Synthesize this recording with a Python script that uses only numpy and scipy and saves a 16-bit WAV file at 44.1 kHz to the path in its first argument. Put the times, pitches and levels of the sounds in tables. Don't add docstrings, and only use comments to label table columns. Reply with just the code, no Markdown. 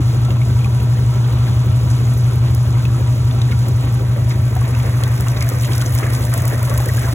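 import sys
import numpy as np
from scipy import signal
from scipy.fft import rfft, irfft
from scipy.io import wavfile
from scipy.ndimage import uniform_filter1d

SR = 44100
rng = np.random.default_rng(int(sys.argv[2]) if len(sys.argv) > 2 else 0)


def master(y):
    cut = np.clip(np.atleast_2d(y).T, -1, 1)
    pcm = np.round(cut * 32767)
    wavfile.write(sys.argv[1], SR, pcm.astype(np.int16))


N = 314874
T = np.arange(N) / SR
STROKE_HZ = 5.938

# time in seconds, gain of the sheet in dB, gain of the fizz in dB.
FLOW = [(0, 1.7, -0.3), (.7, 0.6, 0), (1, 1.4, -0.5), (2.1, 2, 0.3), (3.2, 0.5, 0), (3.75, 1.4, 0.3),
        (4.2, -1.5, -3), (4.55, 0, -2.2), (7.14, 1, 2)]


def drive(hum_hz=119.95, leave_from_s=2.5, leave_to_s=6.1):
    # share of the stroke, gain in dB before scaling by the throb depth.
    stroke_load = [(.02, -2.5), (.1, 4), (.21, -3.5), (.33, 3.5), (.44, 2), (.54, 4), (.66, 0), (.78, -4.5),
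                   (.91, 3)]
    # frequency in Hz, gain in dB.
    deck_response = [(80, 4), (100, -2), (120, 1), (134, -0.5), (148, -10), (170, -6), (300, 25)]
    away = np.clip((T - leave_from_s) / (leave_to_s - leave_from_s), 0, 1)
    level_db = -12.89 - 3.5 * away
    depth = .94 + (1.5 - .94) * away
    share, load_db = np.transpose(stroke_load)
    throb_db = uniform_filter1d(np.interp(T * STROKE_HZ, share, load_db, period=1), int(.0068 * SR))
    turn = 4 * np.pi * (T * STROKE_HZ - .076)
    phase = 2 * np.pi * hum_hz * T + .54 * np.sin(turn) + .047 * np.sin(2 * turn)
    motor = np.sin(phase) * undb(depth * throb_db + .4 * walk(25.15))
    hum = unit(colour(motor, deck_response)) * undb(level_db)
    return hum + frame() * undb(.5 * (level_db - level_db.mean()))


def frame(rumble_db=-27):
    # frequency in Hz in the first list, level in dB in the second.
    tone_hz = [47.6, 59.45, 67.63, 71.31, 77.2, 90.28, 96.21]
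    tone_db = [-42.5, -38.5, -30.5, -35, -35, -44, -30.5]
    # frequency in Hz, relative density in dB.
    rumble_spectrum = [(20, -8), (35, -14), (50, -19), (68, 15.5), (95, 16.5), (125, 6.5), (150, 7),
                       (250, -74)]
    tones = sum(undb(db + .43 * walk(5)) * np.sqrt(2) * np.sin(2 * np.pi * (hz * T + rng.random()))
                for hz, db in zip(tone_hz, tone_db))
    jolt = 1 + 2 * per_stroke(at=.11, width=.25)
    return tones + unit(colour(rng.standard_normal(N) * jolt, rumble_spectrum)) * undb(rumble_db)


def water(near, level_db=-34, rise_db=3):
    # frequency in Hz, relative density in dB.
    sheet_spectrum = [(80, -9), (250, 16.5), (500, 2.5), (780, 3.5), (1050, 5.5), (1350, 0.5), (1700, -5),
                      (2400, -3), (3200, -4.5), (4500, -7), (8000, -89)]
    churn_spectrum = [(80, -55), (250, 9), (400, 5), (600, 9), (800, -1.5), (1100, 5.5), (1500, -3.5),
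                      (1950, 5), (2700, -4.5), (4000, -38), (8000, -35)]
    surge = undb(.98 * per_stroke(at=.74, width=.14) + .9 * walk(22))
    sheet = unit(colour(grains(rate=6000, spread_db=3), sheet_spectrum))
    trickle = bubbles(count=1400, low_hz=1052, high_hz=4000, cycles=42, spread_db=3.5) * undb(-14)
    plops = bubbles(count=520, low_hz=599, high_hz=1380, cycles=24, spread_db=-2) * undb(-16)
    churn = unit(colour(grains(rate=2500, spread_db=4), churn_spectrum)) * undb(-2)
    froth = bubbles(count=2000, low_hz=866, high_hz=2300, cycles=25.5, spread_db=2.5) * undb(-7)
    gurgle = bubbles(count=420, low_hz=783, high_hz=2230, cycles=36, spread_db=1.5) * undb(-11.5)
    deck = np.sqrt(1 - near) * (sheet + trickle + plops) * undb(curves(FLOW)[0])
    trough = np.sqrt(near) * churn + near * froth + near ** 2 * gurgle
    return (deck + trough) * surge * undb(level_db + rise_db * near)


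def pour():
    # time in seconds, level in dB before the gulps.
    pour_level = [(0, -70), (4.4, -54), (4.85, -40.5), (5.25, -42), (5.6, -43), (6.4, -45), (7.14, -37.5)]
    gulps_db = 2.6 * walk(20) + 3 * per_stroke(at=.8, width=.16) - 1.5
    crowd = bubbles(count=4500, low_hz=711, high_hz=2600, cycles=18.5, spread_db=4)
    return crowd * undb(curves(pour_level)[0] + gulps_db)


def splashes(events, gain_db, spread=1.45):
    out = np.zeros((3, N))
    t = np.arange(int(SR / 8)) / SR
    for s, db, hz, rise_s in events:
        band = signal.butter(2, [hz / spread, hz * spread], "band", fs=SR, output="sos")
        rush = signal.sosfilt(band, rng.standard_normal((3, len(t))))
        froth = np.zeros((3, len(t)))
        for when, pitch, *paths in rng.random(size=(60, 5)):
            ring = bubble(hz * spread ** (2 * pitch - 1), cycles=16, glide=.15)
            polarity = np.sign(np.array(paths)[:, None] - .5)
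            add(froth, when * t[-1], polarity * ring)
        burst = (unit(rush) + unit(froth)) * t / rise_s * np.exp(-t / rise_s)
        energy = np.sum(burst ** 2, axis=1, keepdims=True)
        add(out, s, undb(db + gain_db) * burst * np.sqrt(2 * rise_s * SR / energy))
    return out


def drips(near, gain_db=5, ring_at_1khz_s=.038, glide=.07, trail_s=.03, trail_octaves=.9):
    # start in seconds, relative level in dB, pitch in Hz, splat from 0 to 1.
    landings = [(0.284, -27.5, 726, .3), (0.305, -27.5, 2670, 0.8), (0.363, -31, 1040, 0.2),
                (0.4152, -27, 2180, .3), (0.561, -29, 956, 0.35), (0.591, -31, 3180, 0.5),
                (0.611, -34, 2400, .2), (0.6443, -22, 2450, 0.4), (0.658, -27.5, 1100, 0.4),
                (2.8526, -22.5, 2550, 0.5), (2.945, -28.5, 1270, .3), (3.3099, -31, 3500, 0.8),
                (3.4163, -26.5, 3810, 1), (3.5134, -31, 2840, 0.8), (3.52, -23.5, 2130, 0.45),
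                (3.528, -29, 1390, 0.2), (4.3093, -29, 2110, 0.6), (4.565, -21.5, 726, .5),
                (4.613, -29, 1100, 0.4), (4.749, -28, 2600, 0.8), (4.8, -29.5, 2480, 0.85),
                (5.037, -26.5, 3270, 0.9), (5.267, -25.5, 1110, 0.3), (5.372, -35, 5160, 1),
                (5.4124, -21, 2160, 0.2), (5.423, -23.5, 2040, 0.8), (5.598, -28, 5900, .5),
                (5.719, -26, 3190, 0.7), (5.733, -25.5, 4760, 1), (5.811, -28.5, 3260, 1),
                (5.82, -24.5, 1420, 0.54), (5.861, -25.5, 6160, 0.8), (6.328, -25, 1155, 0.5),
                (6.448, -23, 1090, 0.25), (6.523, -25.5, 1760, 0), (6.714, -21, 1114, 0.2),
                (6.742, -26, 1530, 0.4), (6.757, -28, 622, 0.4), (6.786, -23, 1064, 0.1),
                (6.8902, -22, 1900, 0.1), (6.979, -25.5, 1630, 0.1), (7.042, -27, 1570, 0.3),
                (7.079, -25, 1035, 0.15)]
    out = np.zeros((3, N))
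    for s, db, hz, hardness in landings:
        level = undb(db + gain_db)
        cycles = ring_at_1khz_s * np.sqrt(1000 * hz)
        ring = (1 - .35 * hardness) * bubble(hz, cycles, glide)
        add(out, s, level * undb(2) * hardness * splat(hz, spread=1.3, decay_s=.005))
        add(out, s, level * np.array([[1], [.5], [0]]) * ring)
        for late, pitch in rng.random(size=(4, 2)):
            trailing = bubble(hz * 2 ** (trail_octaves * (pitch - .5)), cycles / 2, glide)
            add(out, s + trail_s * late, near[int(s * SR)] * level * undb(-13) * trailing)
    return out


def smacks(near, patter_gain_db=8):
    # start in seconds, peak of the crack in dB, pitch in Hz,
    # patter against the crack in dB before its gain.
    loud_drops = [(.2515, -20, 4850, -18), (1.4675, -23, 11800, -19), (2.1875, -24, 7600, -18),
                  (2.7065, -23, 7450, -18), (3.5905, -23, 8400, -17), (1.902, -19.5, 7500, -11),
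                  (1.9129, -22, 6300, -18), (2.1369, -23, 10500, -24), (2.3578, -18.5, 10300, -23),
                  (2.5486, -15.5, 9900, -15), (2.7958, -27, 4930, -18), (3.4166, -24, 4400, -15),
                  (3.6841, -19, 8900, -9.5), (3.9259, -20, 14000, -21), (3.9425, -23, 9000, -12),
                  (4.2962, -17, 9100, -25), (4.5524, -20, 11200, -16), (4.5655, -17, 12900, -20),
                  (4.6105, -23, 8460, -18), (4.6585, -23, 10400, -19), (4.8315, -23, 7200, -18),
                  (5.0369, -6.5, 5300, -25), (5.0785, -20, 7730, -17), (5.1404, -25, 12500, -17),
                  (5.2081, -11.5, 11200, -16), (5.2846, -12.5, 6400, -19), (5.4085, -14.5, 5500, -16),
                  (5.425, -12.5, 6540, -10), (5.4905, -9.5, 10500, -20), (5.4995, -12.5, 6960, -27),
                  (5.5362, -26, 9500, -20), (5.6502, -16, 8350, -15), (5.7804, -10, 7300, -25),
                  (5.8154, -15.5, 6950, -10), (5.8222, -14, 8200, -18), (5.9235, -14, 11700, -19),
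                  (5.9508, -6, 12500, -24), (5.9619, -16, 9930, -19), (5.9869, -13.5, 5800, -15),
                  (6.1505, -16, 6000, -16), (6.2517, -12.5, 9100, -12), (6.3388, -10, 9500, -10.5),
                  (6.3783, -11, 9900, -13), (6.4201, -14, 11800, -14), (6.4536, -11, 9300, -18),
                  (6.4783, -12, 8900, -13), (6.6292, -7, 13100, -25), (6.6336, -19, 12100, -24),
                  (6.6597, -24, 8900, -26), (6.6974, -14, 7240, -12), (6.7399, -17, 12000, -13),
                  (6.7769, -9, 10700, -24), (6.7798, -12, 10800, -16), (6.8589, -14, 10400, -13),
                  (6.8871, -15, 9600, -12), (6.9687, -18, 10520, -19), (7.0875, -16, 11730, -18)]
    drops = list(loud_drops)
    for when, chance, faintness, pitch in rng.random(size=(130, 4)):
        close = near[int(when * N)]
        if chance < close:
            drops.append((when * N / SR, -28 + 10 * close - 9 * faintness, 6000 * 2 ** pitch, -17))
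    out = np.zeros((3, N))
    for s, db, hz, patter_db in drops:
        crack = splat(hz, spread=1.45, decay_s=.00036)
        patter = splat(hz, spread=1.45, decay_s=.003)
        add(out, s, undb(db) * (crack + undb(patter_db + patter_gain_db) * patter))
    return out


def spray(near, level_db=-43, rise_db=8.5):
    # frequency in Hz, relative density in dB.
    fizz_spectrum = [(1200, -30), (2800, -14), (4200, 7.5), (6500, 6.5), (8500, 4.5), (11000, 1),
                     (13500, -2), (16000, -3.5)]
    spray_spectrum = [(1200, -31), (2800, 9), (4200, 7.5), (6500, 3.5), (8500, 6.5), (11000, 4),
                      (13500, 4.5), (16000, -1.5)]
    fizz = unit(colour(grains(rate=9000, spread_db=1.5), fizz_spectrum))
    fizz *= undb(1.24 + curves(FLOW)[1] + .64 * walk(14) + .5 * walk(40) + per_stroke(at=.5, width=.16))
    bursts = undb(1.7 * walk(160) + walk(28) + 2.4 * per_stroke(at=.52, width=.16))
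    clicks = grains(rate=5000, spread_db=3) + .45 * rng.standard_normal((3, N))
    splash = unit(colour(clicks * bursts, spray_spectrum))
    spatter = bubbles(count=1100, low_hz=5200, high_hz=8400, cycles=34, spread_db=3)
    mist = bubbles(count=1300, low_hz=8400, high_hz=16600, cycles=14, spread_db=3)
    droplets = unit((spatter + 1.5 * mist) * bursts) * undb(-3.5)
    blend = np.sqrt(1 - near) * fizz + np.sqrt(near) * (splash + droplets)
    return blend * undb(level_db + rise_db * near ** 2)


def grit(near, level_db=-51):
    ticks = bubbles(count=900, low_hz=5500, high_hz=15500, cycles=14, spread_db=4.5)
    flurries = undb(2.5 * walk(12))
    return np.sqrt(1 - near) * ticks * flurries * undb(level_db + curves(FLOW)[1])


def slosh():
    # frequency in Hz, relative density in dB.
    slosh_spectrum = [(60, -45), (160, 11.5), (250, 1), (370, 2.5), (550, 3), (750, -10), (1200, -14),
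                      (2500, -43)]
    # time in seconds, level in dB.
    slosh_level = [(0, -39.5), (3.2, -61), (4.1, -42), (5.6, -41), (7.14, -34)]
    slap = .2 + per_stroke(at=.84, width=.09) + .5 * per_stroke(at=.38, width=.05)
    impacts = grains(rate=3000, spread_db=.5) * slap * undb(1.6 * walk(4.42))
    return unit(colour(impacts, slosh_spectrum)) * undb(curves(slosh_level)[0])


def rattle(near, level_db=-33, fade_db=5):
    # frequency in Hz, relative density in dB.
    rattle_spectrum = [(60, -54), (130, -23), (160, 7), (185, 7), (240, -4), (310, -14.5), (370, 0.5),
                       (460, -13.5), (700, -34), (1500, -56)]
    push = 1 + 1.6 * per_stroke(at=.97, width=.2) + .43 * per_stroke(at=.37, width=.045)
    impacts = grains(rate=1200, spread_db=3) * push
    return unit(colour(impacts, rattle_spectrum)) * undb(level_db - fade_db * near)


def knocks(level_db=-42, decay_s=.009):
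    # share of the stroke, relative level in dB.
    strikes = [(0.757, -1), (0.871, 0)]
    # frequency in Hz, relative density in dB.
    thud_spectrum = [(100, -33), (200, 9.5), (260, 0.5), (370, 5), (600, 0), (800, -10), (1500, -22)]
    blows = sum(undb(db) * np.exp(-((T * STROKE_HZ - at) % 1) / STROKE_HZ / decay_s) for at, db in strikes)
    return unit(colour(rng.standard_normal((3, N)) * blows, thud_spectrum)) * undb(level_db)


def pump(near, shaft_hz=41.73, wander=.001917, gain_db=-1):
    # multiple of the shaft rate, relative level in dB over the deck,
    # relative level in dB at the trough.
    harmonics = [(5, -41, -40.5), (6, -44.5, -38), (7, -52, -44), (8, -45, -43.5), (11, -48.5, -75),
                 (12, -51.5, -43.5), (13, -55, -63), (14, -51, -43), (15, -49.5, -45), (16, -52.5, -41),
                 (17, -75, -47), (19, -48.5, -45.5), (23, -46.5, -48.5), (29, -56.5, -47.5), (32, -49, -55),
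                 (37, -54.5, -44.5)]
    turns = np.cumsum(shaft_hz * (1 + wander * walk(2))) / SR
    out = np.zeros((3, N))
    for order, deck_db, trough_db in harmonics:
        flutter_db = (2.2 + .8 * near) * walk(35) + walk(5) - 1.3 * near
        drift = np.array([(.5 + .5 * near) * walk(30), 1.3 * walk(22), 1.3 * walk(22)])
        drift += 2 * np.pi * rng.random((3, 1))
        level = undb(deck_db + near * (trough_db - deck_db) + gain_db + flutter_db)
        out += np.sqrt(2) * level * np.sin(2 * np.pi * order * turns + drift)
    return out


def bubble(hz, cycles, glide):
    age = np.arange(int(cycles / hz * SR) + 2) * hz / (cycles * SR)
    tone = np.sin(2 * np.pi * cycles * (age + glide * age ** 2 / 2))
    return tone * np.exp(-np.log(100) * age) * (1 - np.exp(-age * cycles))


def bubbles(count, low_hz, high_hz, cycles, spread_db):
    out = np.zeros((3, N))
    for when, pitch, faintness, ring, *paths in rng.random(size=(count, 6)):
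        hz = min(low_hz * (high_hz / low_hz) ** pitch, .4 * SR)
        polarity = np.array([[1], *np.sign(np.array(paths)[:, None] - .5)])
        level = undb(-spread_db * np.log(faintness + .042))
        add(out, when * N / SR, polarity * level * bubble(hz, cycles * (.5 + ring), glide=.19))
    return unit(out)


def splat(hz, spread, decay_s):
    t = np.arange(int(SR / 25)) / SR
    band = signal.butter(1, [hz / spread, min(hz * spread, .45 * SR)], "band", fs=SR, output="sos")
    burst = signal.sosfilt(band, rng.standard_normal((3, len(t))) * np.exp(-t / decay_s))
    return burst / np.abs(burst).max(axis=1, keepdims=True)


def grains(rate, spread_db):
    size = undb(spread_db * np.minimum(rng.exponential(size=(3, N)), 5))
    return unit((rng.random((3, N)) < rate / SR) * size * rng.choice([-1, 1], (3, N)))


def per_stroke(at, width):
    return np.exp(-(((T * STROKE_HZ - at + .5) % 1 - .5) / width) ** 2)


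def walk(rate):
    hold = int(SR / rate)
    steps = np.repeat(rng.standard_normal(N // hold + 1), hold)
    return 1.436 * uniform_filter1d(uniform_filter1d(steps, hold), hold)[:N]


def response(spectrum):
    hz, db = np.transpose(spectrum)
    f = np.fft.rfftfreq(N, 1 / SR)
    return undb(np.interp(np.log(f + 1), np.log(hz), db))


def colour(x, spectrum):
    return irfft(rfft(x) * response(spectrum), N)


def curves(table):
    s, *columns = np.transpose(table)
    return [np.interp(T, s, column) for column in columns]


def add(out, s, sound):
    start = max(int(s * SR), 0)
    n = max(min(sound.shape[-1], out.shape[-1] - start), 0)
    out[..., start:start + n] += sound[..., :n]


def undb(db):
    return 10 ** (np.asarray(db) / 20)


def unit(x):
    return x / np.sqrt(np.mean(x ** 2))


def ports(streams, lag_s=1 / 4250):
    # frequency in Hz, lead of the left port in radians.
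    port_phase = [(0, 0), (300, 0), (900, -1.1), (1400, 0), (2000, 1.5), (2900, 2.3), (3400, 1.4),
                  (4650, 3.14)]
    # frequency in Hz, level against the direct sound in dB.
    diffuse_ratio = [(100, 12), (250, -11), (500, -2), (1000, 1.5), (2000, 1), (3200, 0), (4600, -20),
                     (8000, -18), (15000, -12)]
    f = np.fft.rfftfreq(N, 1 / SR)
    hz, radians = np.transpose(port_phase)
    lead = np.interp(f, hz, radians) + 2 * np.pi * lag_s * np.maximum(f - hz[-1], 0)
    scatter = response(diffuse_ratio)
    spectra = rfft(streams)
    direct = spectra[0] * np.exp(.5j * np.outer([1, -1], lead))
    return irfft((direct + scatter * spectra[1:]) / np.sqrt(1 + scatter ** 2), N)


def scene(balance_db=.36, hum_lag_s=.00011):
    # time in seconds, closeness to the trough from 0 to 1.
    approach = [(0, 0.07), (3.6, 0.1), (4.4, 0.36), (4.85, 0.66), (5.7, 0.92), (7.14, 0.93)]
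    # start in seconds, relative level in dB, pitch in Hz, rise time in seconds.
    waves = [(2.975, -32, 370, 0.014), (3.665, -31.5, 370, .02), (3.825, -32.5, 380, 0.014),
             (3.99, -31, 400, 0.018), (4.16, -28, 450, 0.011), (4.672, -35, 356, .015),
             (4.835, -29, 470, 0.015), (5.005, -33, 506, 0.014), (5.18, -33, 384, 0.014),
             (5.51, -31, 410, .016), (5.675, -31, 417, 0.0094), (5.85, -31, 440, 0.012),
             (6.012, -33, 417, .016), (6.515, -27.5, 447, 0.013), (6.685, -31, 440, 0.019)]
    breaking_sheets = [(1.9, -36, 6950, 0.0091), (3.512, -35, 1480, 0.0097), (4.298, -32, 4700, 0.0071),
                       (4.307, -31, 1700, 0.0064), (4.608, -33, 1120, .007), (4.635, -34, 1840, .007),
                       (4.851, -32, 1710, 0.011), (5.072, -37, 8000, 0.0045), (5.197, -30, 1190, .007),
                       (5.263, -34, 1120, 0.0058), (5.305, -30, 1160, 0.0033), (5.363, -32, 4280, 0.0062),
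                       (5.408, -32, 1890, 0.0068), (5.63, -31.5, 3400, 0.016), (5.643, -32, 8000, 0.0068),
                       (5.8, -36, 3220, 0.0086), (5.988, -27.5, 1236, 0.011), (6.027, -24.5, 1710, 0.006),
                       (6.143, -32, 6400, .009), (6.33, -29, 1410, 0.0093), (6.505, -31, 1640, 0.0082),
                       (6.855, -36, 1520, 0.0077), (7.015, -30, 1420, .015), (7.072, -31, 1040, .01)]
    near = curves(approach)[0]
    streams = pump(near) + rattle(near) + slosh() + knocks()
    streams += water(near) + pour() + spray(near) + grit(near) + smacks(near) + drips(near)
    streams += splashes(waves, gain_db=0) + splashes(breaking_sheets, gain_db=-1.9)
    hum = drive()
    left = np.interp(T - hum_lag_s, T, hum) * undb(balance_db)
    right = hum * undb(-balance_db)
    return ports(streams) + np.array([left, right])


def record(dry, top_hz=15900, fade_s=.008):
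    fades = np.minimum(np.minimum(T, T[-1] - T) / fade_s, 1)
    return signal.sosfilt(signal.ellip(10, .2, 80, top_hz, fs=SR, output="sos"), dry * fades)


dry = scene()
out = record(dry)
master(out)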